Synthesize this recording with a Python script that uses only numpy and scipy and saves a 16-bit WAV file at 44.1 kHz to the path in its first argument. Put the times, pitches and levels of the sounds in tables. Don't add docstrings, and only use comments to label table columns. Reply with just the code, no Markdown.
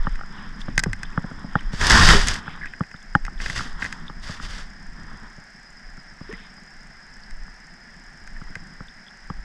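import sys
import numpy as np
from scipy import signal
from scipy.fft import rfft, irfft, next_fast_len
from scipy.io import wavfile

SR = 44100
rng = np.random.default_rng(int(sys.argv[2]) if len(sys.argv) > 2 else 0)


def bounce(signal):
    frames = np.transpose(np.atleast_2d(signal))
    limited = np.clip(frames, -1, 1)
    pcm = np.round(limited * 32767).astype(np.int16)
    wavfile.write(sys.argv[1], SR, pcm)


N = 416304


def from_db(db):
    return 10 ** (np.asarray(db) / 20)


def unit_rms(x):
    return x / np.sqrt(np.mean(x ** 2) + 1e-20)


def band(x, lo_hz, hi_hz, order=2):
    return signal.sosfilt(signal.butter(order, [lo_hz, hi_hz], "band", fs=SR, output="sos"), x)


def gain_curves(rows):
    times, *columns = np.transpose(rows)
    return [from_db(np.interp(np.arange(N) / SR, times, db)) for db in columns]


def swells(rows, rise_db_per_s, fade_db_per_s):
    t = np.arange(0, N + 32, 32) / SR
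    start, hold, db = (column[:, None] for column in np.transpose(rows))
    before_db = rise_db_per_s * np.maximum(start - t, 0)
    after_db = np.reshape(fade_db_per_s, (-1, 1)) * np.maximum(t - start - hold, 0)
    gains = from_db(db - np.minimum(before_db + after_db, 150))
    return np.interp(np.arange(N) / SR, t, gains.sum(axis=0))


def drift(rate_hz):
    step = 40
    r = np.exp(-2 * np.pi * rate_hz * step / SR)
    slow = signal.lfilter([1], [1, -2 * r, r * r], rng.standard_normal(N // step + 2002))[2000:]
    return np.interp(np.arange(N) / step, np.arange(len(slow)), unit_rms(slow))


def colour(x, spectrum):
    hz, db = np.transpose(spectrum)
    size = next_fast_len(N)
    bin_hz = np.maximum(np.arange(size // 2 + 1) * SR / size, 1)
    gain = from_db(np.interp(np.log(bin_hz), np.log(hz), db))
    return unit_rms(irfft(rfft(x, size) * gain, size)[:N])


def grains(per_s, spread_db):
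    sizes = from_db(spread_db * np.minimum(rng.exponential(1, N), 5)) * rng.choice([-1, 1], N)
    return unit_rms(sizes * (rng.random(N) < per_s / SR))


def ring(impulses, hz, t60):
    r, w = from_db(-60 / (t60 * SR)), 2 * np.pi * hz / SR
    return signal.lfilter([0, np.sin(w)], [1, -2 * r * np.cos(w), r * r], impulses + 1e-18)


def strike(times, blow_db, modes, contact_s, vary_db):
    at, out = np.round(times * SR).astype(int), np.zeros(N)
    scatter_db = vary_db * rng.uniform(-1.52, 1, (len(at), len(modes)))
    for k, (hz, mode_db, t60) in enumerate(modes):
        impulses = np.zeros(N)
        impulses[at] = from_db(blow_db + mode_db + scatter_db[:, k]) * (-1) ** k
        out += ring(impulses, hz, t60)
    r = np.exp(-1 / (contact_s * SR))
    return signal.lfilter([(1 - r) ** 2], [1, -2 * r, r * r], out)


def noise_bursts(times, level_db, decay_s, lo_hz, hi_hz):
    impulses = np.zeros(N) + 1e-18
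    impulses[np.round(times * SR).astype(int)] = from_db(level_db)
    fading = signal.lfilter([1], [1, -np.exp(-1 / (decay_s * SR))], impulses)
    white = rng.standard_normal(N)
    return band(fading * white, lo_hz, hi_hz, order=3) / np.std(band(white, lo_hz, hi_hz, order=3))


# frequency in Hz, relative level in dB.
HUSH_SPECTRUM = [(200, -42), (330, -14), (520, -17.5), (720, -9), (1150, -14), (1700, -0.5), (2050, -6),
                 (2500, -18), (3900, -26), (4700, -19), (5020, -6), (5350, -12), (6000, -23.5), (8500, -30),
                 (9500, -41.5), (12000, -42.5), (13000, -78)]

def bank_hush():
    return from_db(-48.5) * colour(rng.standard_normal(N), HUSH_SPECTRUM)


# pitch in Hz, chirps per second, phase in cycles,
# relative gain of the tone that never stops, base level in dB.
CRICKET_VOICES = [(5010, 8.8, .39, .3, -55.5), (5350, 9.55, .06, .05, -55.5)]
# time in seconds, chirp gain in dB.
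CHIRP_GAIN = [(0, -6), (5.3, -6), (5.8, 1), (7.2, 1), (7.6, -5), (8.3, -5), (8.6, -2), (9.44, -2)]

def crickets():
    out, t = np.zeros(N), np.arange(N) / SR
    chirp_gain = gain_curves(CHIRP_GAIN)[0]
    for hz, per_s, phase, steady, db in CRICKET_VOICES:
        cycle = (per_s * t + phase + 0.03 * drift(0.8)) % 1
        sag = 0.04 * np.clip(0.25 - cycle, -0.2, 0.2)
        pitch_hz = hz * (1 + sag + 0.002 * drift(60))
        chirp = chirp_gain * np.clip(3 * np.sin(2 * np.pi * cycle) - 1.7, 0, 1)
        tone = np.sin(2 * np.pi * np.cumsum(pitch_hz) / SR)
        out += from_db(db + 2 * drift(40)) * (steady + chirp) * tone
    return out


def ticking(first_s=0.027, per_s=29.97):
    beats = np.arange(first_s, N / SR - 0.02, 1 / per_s)
    jitter, loudness = rng.standard_normal((len(beats), 2)).T
    times = beats + 0.003 * np.clip(jitter, -2, 2)
    impulses = np.zeros(N)
    impulses[(times * SR).astype(int)] = from_db(3 * loudness)
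    bursts = ring(impulses, hz=60, t60=0.013) * rng.standard_normal(N)
    return from_db(-67.5) * unit_rms(band(bursts, 5300, 7950))


# start in seconds, hold in seconds, level in dB.
SPLASH_SWELLS = [(.06, 0.081, -55), (.36, .12, -54), (.69, 0.0092, -54), (1.04, 0.015, -53),
                 (1.57, 0.039, -51), (2.5, 0.0067, -44.5), (2.68, .01, -54), (6.31, .14, -53.5)]

def splashes(ring_cycles=37):
    level = swells(SPLASH_SWELLS, rise_db_per_s=155, fade_db_per_s=200)
    pitches = np.r_[np.geomspace(1850, 2600, 6), np.geomspace(3000, 3650, 6)]
    pops = grains(4000, spread_db=2.5)
    pitch_index = rng.integers(0, len(pitches), N)
    bubbles = sum(ring(pops * (pitch_index == k), hz, ring_cycles / hz) for k, hz in enumerate(pitches))
    return level * unit_rms(bubbles)


# start in seconds, level in dB, starting pitch in Hz.
DROPS = [(.042, -38, 3420), (0.383, -37.5, 2850), (0.616, -28.5, 3430), (1.053, -36, 3400),
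         (1.13, -43, 2460), (1.592, -31.5, 3000), (2.612, -28, 1650), (2.618, -28, 2000),
         (2.629, -25, 1670), (2.635, -24, 1850), (2.644, -23.5, 1610), (2.667, -30, 1840),
         (2.672, -35, 2460), (2.962, -43, 3530), (3.02, -45, 3380), (3.378, -41, 3380), (4.067, -44, 3630),
         (4.081, -28.5, 3470), (6.313, -28.5, 1800), (6.338, -26.5, 1950), (7.236, -36, 4660),
         (8.365, -30, 1750), (8.884, -37, 3440), (9.066, -42, 3300), (9.083, -36.5, 3300)]

def drips():
    out, t = np.zeros(N), np.arange(4000) / SR
    for start, db, hz in DROPS:
        cycles, at = hz * t, round(start * SR)
        tone = np.sin(2 * np.pi * cycles * (1 + 0.0016 * cycles))
        envelope = (1 - np.exp(-cycles / 0.51)) * np.exp(-cycles / 9.7)
        out[at:at + len(t)] += from_db(db) * envelope * tone
    return out


# start in seconds, level in dB,
# first pitch in Hz, last pitch in Hz, decay time in seconds.
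AIR_POCKETS = [(.684, -32, 480, 109, 0.033), (0.864, -20.5, 292, 91, 0.04), (2.134, -12.5, 468, 398, 0.024),
               (6.292, -31, 287, 462, 0.022), (6.332, -23, 324, 176, 0.0071)]

def gulps():
    out, t = np.zeros(N), np.arange(8000) / SR
    roughness = from_db(3 * drift(120))
    for start, db, first_hz, last_hz, decay_s in AIR_POCKETS:
        hz = last_hz + (first_hz - last_hz) * np.exp(-t / (0.345 * decay_s))
        tone = np.sin(2 * np.pi * np.cumsum(hz) / SR)
        envelope = (1 - np.exp(-t / 0.0015)) * np.exp(-t / decay_s)
        at = round(start * SR)
        out[at:at + len(t)] += from_db(db) * envelope * tone
    return out * roughness


# time in seconds, rub in dB, pressure in dB.
ARM_DRAG = [(1.77, -54, -62), (1.812, -25.5, -29.5), (1.895, -24.5, -24.5), (1.906, -19.5, -19.5),
            (2.0, -18, -16), (2.06, -18.5, -26), (2.096, -14.5, -16.5), (2.16, -22.5, -23),
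            (2.254, -31, -49), (2.282, -26, -44), (2.376, -38, -42), (2.42, -61, -57)]

def arm_drag():
    t = np.arange(N) / SR
    touching = (t > ARM_DRAG[0][0]) & (t < ARM_DRAG[-1][0])
    return [gain * touching for gain in gain_curves(ARM_DRAG)]


# time in seconds, level in dB.
MOVEMENT = [(0, -66), (.1, -53.5), (.5, -42.5), (.84, -43.5), (1.1, -45), (1.55, -46), (2.5, -42.5),
            (2.92, -57.5), (3.55, -44.5), (4.0, -43.5), (4.25, -51), (4.8, -50), (5.12, -47), (5.5, -59),
            (6.0, -54), (7.5, -56), (8.8, -50.5), (9.05, -59), (9.44, -51.5)]

def angler_movement():
    return gain_curves(MOVEMENT)[0]


# start in seconds, hold in seconds, level in dB.
CHEST_JOLTS = [(.07, 0.06, -20), (.74, .02, -21.5), (.89, 0.0082, -23.5), (1.08, 0.15, -33.5),
               (1.64, 0.0076, -18), (2.1, 0.0043, -7), (2.62, .05, -41), (3.23, .01, -27), (3.39, .01, -26),
               (3.6, .01, -52), (3.7, 0.055, -34), (4.2, 0.0091, -33), (4.44, 0.0084, -29),
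               (4.6, 0.11, -35), (4.89, 0.0078, -39), (5.12, .1, -41.5), (5.91, 0.0091, -38),
               (6.28, 0.018, -39), (6.78, 0.081, -51), (7.35, 0.0089, -25.5), (7.94, .02, -47),
               (8.31, 0.16, -34), (8.81, .01, -47), (9.4, .04, -27)]

def chest_mount(movement, pressure):
    jolts = swells(CHEST_JOLTS, rise_db_per_s=145, fade_db_per_s=142)
    heave_gain = jolts + from_db(6.5) * movement + from_db(1.5) * pressure
    creak_gain = movement + from_db(-7) * pressure
    white = rng.standard_normal(N)
    sub_bass = signal.butter(2, [7, 36], "band", fs=SR, output="sos")
    heave = signal.sosfiltfilt(sub_bass, heave_gain * white, padtype=None)
    heave /= np.std(signal.sosfiltfilt(sub_bass, white))
    creak = unit_rms(band(white, 136, 226) + 0.56 * band(white, 61, 110))
    lumps = from_db(2.76 * drift(27.7))
    return heave + creak_gain * lumps * creak


# start in seconds, hold in seconds, level in dB.
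BRUSH_SWELLS = [(0, 0.074, -45.5), (.36, 0.11, -46), (1.06, 0.66, -51.5), (2.3, .25, -48),
                (3.6, 0.11, -47.5), (3.8, 0.17, -47), (4.3, 0.3, -51), (5.03, 0.24, -50),
                (6.32, 0.033, -49.5), (8.35, .15, -64)]
# frequency in Hz, relative level in dB.
BRUSH_SPECTRUM = [(200, -34), (350, -9.5), (600, -19), (950, -2), (1400, -2), (1900, -2), (2300, -40.5),
                  (3300, -13.5), (4000, -25), (6000, -81)]

def cloth_brushing(movement, pressure):
    brushes = swells(BRUSH_SWELLS, rise_db_per_s=144, fade_db_per_s=127)
    level = brushes + from_db(-9.5) * movement + pressure
    fibres = rng.standard_normal(N) + 0.5 * grains(600, spread_db=5.5)
    flutter = from_db(2 * drift(28))
    return level * colour(fibres * flutter, BRUSH_SPECTRUM)


# start in seconds, hold in seconds,
# level in dB, fade in dB per second.
RUB_STROKES = [(0.61, 0.0052, -45.5, 900), (1.735, 0.017, -40, 200), (3.413, 0.1, -37.5, 220),
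               (3.562, 0.0061, -30.5, 158), (3.814, 0.0088, -39.5, 128), (4.234, 0.096, -42.5, 138),
               (4.43, 0.027, -41.5, 500), (4.5, 0.1, -43, 228)]
# frequency in Hz, relative level in dB.
RUB_SPECTRUM = [(60, 10.5), (110, 1.5), (300, -13), (900, -11.5), (1850, -1), (2350, -11.5), (3500, -7),
                (4150, -13.5), (4800, -5), (6300, -14.5), (8300, -20), (9200, -29.5), (10000, -24.5),
                (11000, -41), (15600, -37)]

def cloth_rubbing(drag_gain):
    strokes = np.array(RUB_STROKES)
    level = swells(strokes[:, :3], rise_db_per_s=900, fade_db_per_s=strokes[:, 3]) + drag_gain
    fibres = 0.72 * rng.standard_normal(N) + 0.5 * grains(2500, spread_db=3.5)
    flutter = from_db(1.08 * drift(33) + 0.77 * drift(120))
    friction = colour(flutter * fibres, RUB_SPECTRUM)
    return level * friction / np.std(band(friction, 2400, 9000))


# start in seconds, body in dB, edge in dB.
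GEAR_CLICKS = [(0.156, -28, -48), (0.7787, -3.5, -18.5), (0.793, -10.5, -21), (0.7976, -15, -29),
               (0.837, -8, -23), (0.9314, -14.5, -31.5), (1.032, -15.5, -34), (1.608, -25, -47),
               (1.732, -37, -47), (1.8135, -10, -33), (1.8683, -21, -13), (1.899, -17, -15),
               (1.9067, -2.5, -14), (1.918, -9, -16), (2.0883, 1.5, -14), (2.2725, -35, -19.5),
               (2.2844, -31, -18), (2.3416, -34, -30.5), (2.355, -20, -42), (2.6576, -19.5, -46),
               (2.736, -23, -56), (2.836, -25.5, -56), (2.914, -28, -54), (3.2507, -20.5, -36),
               (3.265, -22.5, -46), (3.4017, -15, -62), (3.4614, -15, -48), (3.4985, -13.5, -35),
               (3.56, -21, -40), (3.8222, -10.5, -50), (3.826, -14, -52), (3.8327, -22, -40),
               (3.8436, -16, -39), (3.85, -15, -49), (3.8547, -24, -43), (3.8612, -17.5, -40),
               (3.9258, -17, -31), (6.3267, -25, -44), (7.3085, -33, -45.5), (8.2747, -29, -46.5),
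               (8.554, -18, -38.5)]
# frequency in Hz, gain in dB, seconds to fall 60 dB.
BODY_MODES = [(1555, -4.5, 0.026), (1850, 3.5, 0.008), (2056, -4, 0.024), (2510, -10.5, 0.016)]
EDGE_MODES = [(3400, -17, 0.024), (4970, 0.5, 0.016), (5310, 1, 0.012), (6540, 5, 0.0048),
              (7850, -6, 0.015), (7800, 5, 0.006), (10000, -10, .008)]

def gear_clicks():
    times, body_db, edge_db = np.transpose(GEAR_CLICKS)
    body = strike(times, body_db, BODY_MODES, contact_s=0.00005, vary_db=3)
    edge = strike(times, edge_db, EDGE_MODES, contact_s=0.00001, vary_db=4)
    shell = strike(times, body_db - 16.5, SHELL_MODES, contact_s=0.00008, vary_db=-1)
    thud = strike(times, body_db - 27.5, MOUNT_MODES, contact_s=0.00046, vary_db=6)
    rattle = noise_bursts(times, edge_db, decay_s=0.0028, lo_hz=1490, hi_hz=7060)
    return body + edge + shell + thud + rattle


# start in seconds, shell in dB, thud in dB.
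CASE_KNOCKS = [(0.048, -32, -41), (0.069, -15, -28.5), (0.191, -25.5, -48), (0.211, -26.5, -58),
               (0.235, -32, -55), (0.682, -26, -30), (0.832, -30, -42), (0.86, -27, -24.5),
               (1.176, -13, -22), (1.241, -30, -31), (1.313, -28.5, -37.5), (1.442, -45, -29.5),
               (1.554, -4, -20), (1.733, -40, -30), (2.479, -18, -39), (2.807, -13.5, -24),
               (2.942, -28.5, -42), (3.151, 1, -20.5), (3.28, -22.5, -46), (3.594, -20, -38),
               (3.607, -20.5, -42), (4.098, -26, -40.5), (4.294, -27.5, -35), (4.399, -23, -40),
               (4.589, -36, -46.5), (5.38, -43, -44.5), (5.976, -37, -44.5), (6.209, -35.5, -37.5),
               (6.581, -37.5, -56), (7.48, -36, -53), (8.415, -30, -39.5), (8.5, -63, -44),
               (8.562, -45, -41), (8.805, -27, -38), (9.301, -21.5, -32)]
# frequency in Hz, gain in dB, seconds to fall 60 dB.
SHELL_MODES = [(823, -13, 0.045), (1181, 1, 0.013), (1377, 5.5, 0.012), (1650, 4.5, 0.0092),
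               (1850, -12, 0.045), (3000, -14, 0.014), (3380, -24.5, 0.034)]
MOUNT_MODES = [(78, 6, 0.047), (169, 13.5, 0.042), (272, 4, 0.046), (520, -34, 0.033)]

def case_knocks():
    times, shell_db, thud_db = np.transpose(CASE_KNOCKS)
    shell = strike(times, shell_db, SHELL_MODES, contact_s=0.00008, vary_db=5)
    thud = strike(times + 0.0023, thud_db, MOUNT_MODES, contact_s=0.00027, vary_db=1.5)
    scuff = noise_bursts(times, thud_db - 3, decay_s=0.007, lo_hz=88, hi_hz=710)
    return shell + thud + scuff


def scene():
    movement = angler_movement()
    drag_gain, pressure = arm_drag()
    background = bank_hush() + crickets() + ticking()
    handling = chest_mount(movement, pressure) + cloth_brushing(movement, pressure)
    handling += cloth_rubbing(drag_gain) + case_knocks() + gear_clicks()
    water = splashes() + drips() + gulps()
    mono = background + handling + water
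    return np.array([mono, mono])


def record(dry, droop_hz=13000, stop_hz=15670):
    clipped = np.clip(dry, -1, 1)
    dulled = signal.sosfilt(signal.butter(2, droop_hz, fs=SR, output="sos"), clipped)
    return signal.sosfilt(signal.cheby2(12, 60, stop_hz, fs=SR, output="sos"), dulled)


dry = scene()
out = record(dry)
bounce(out)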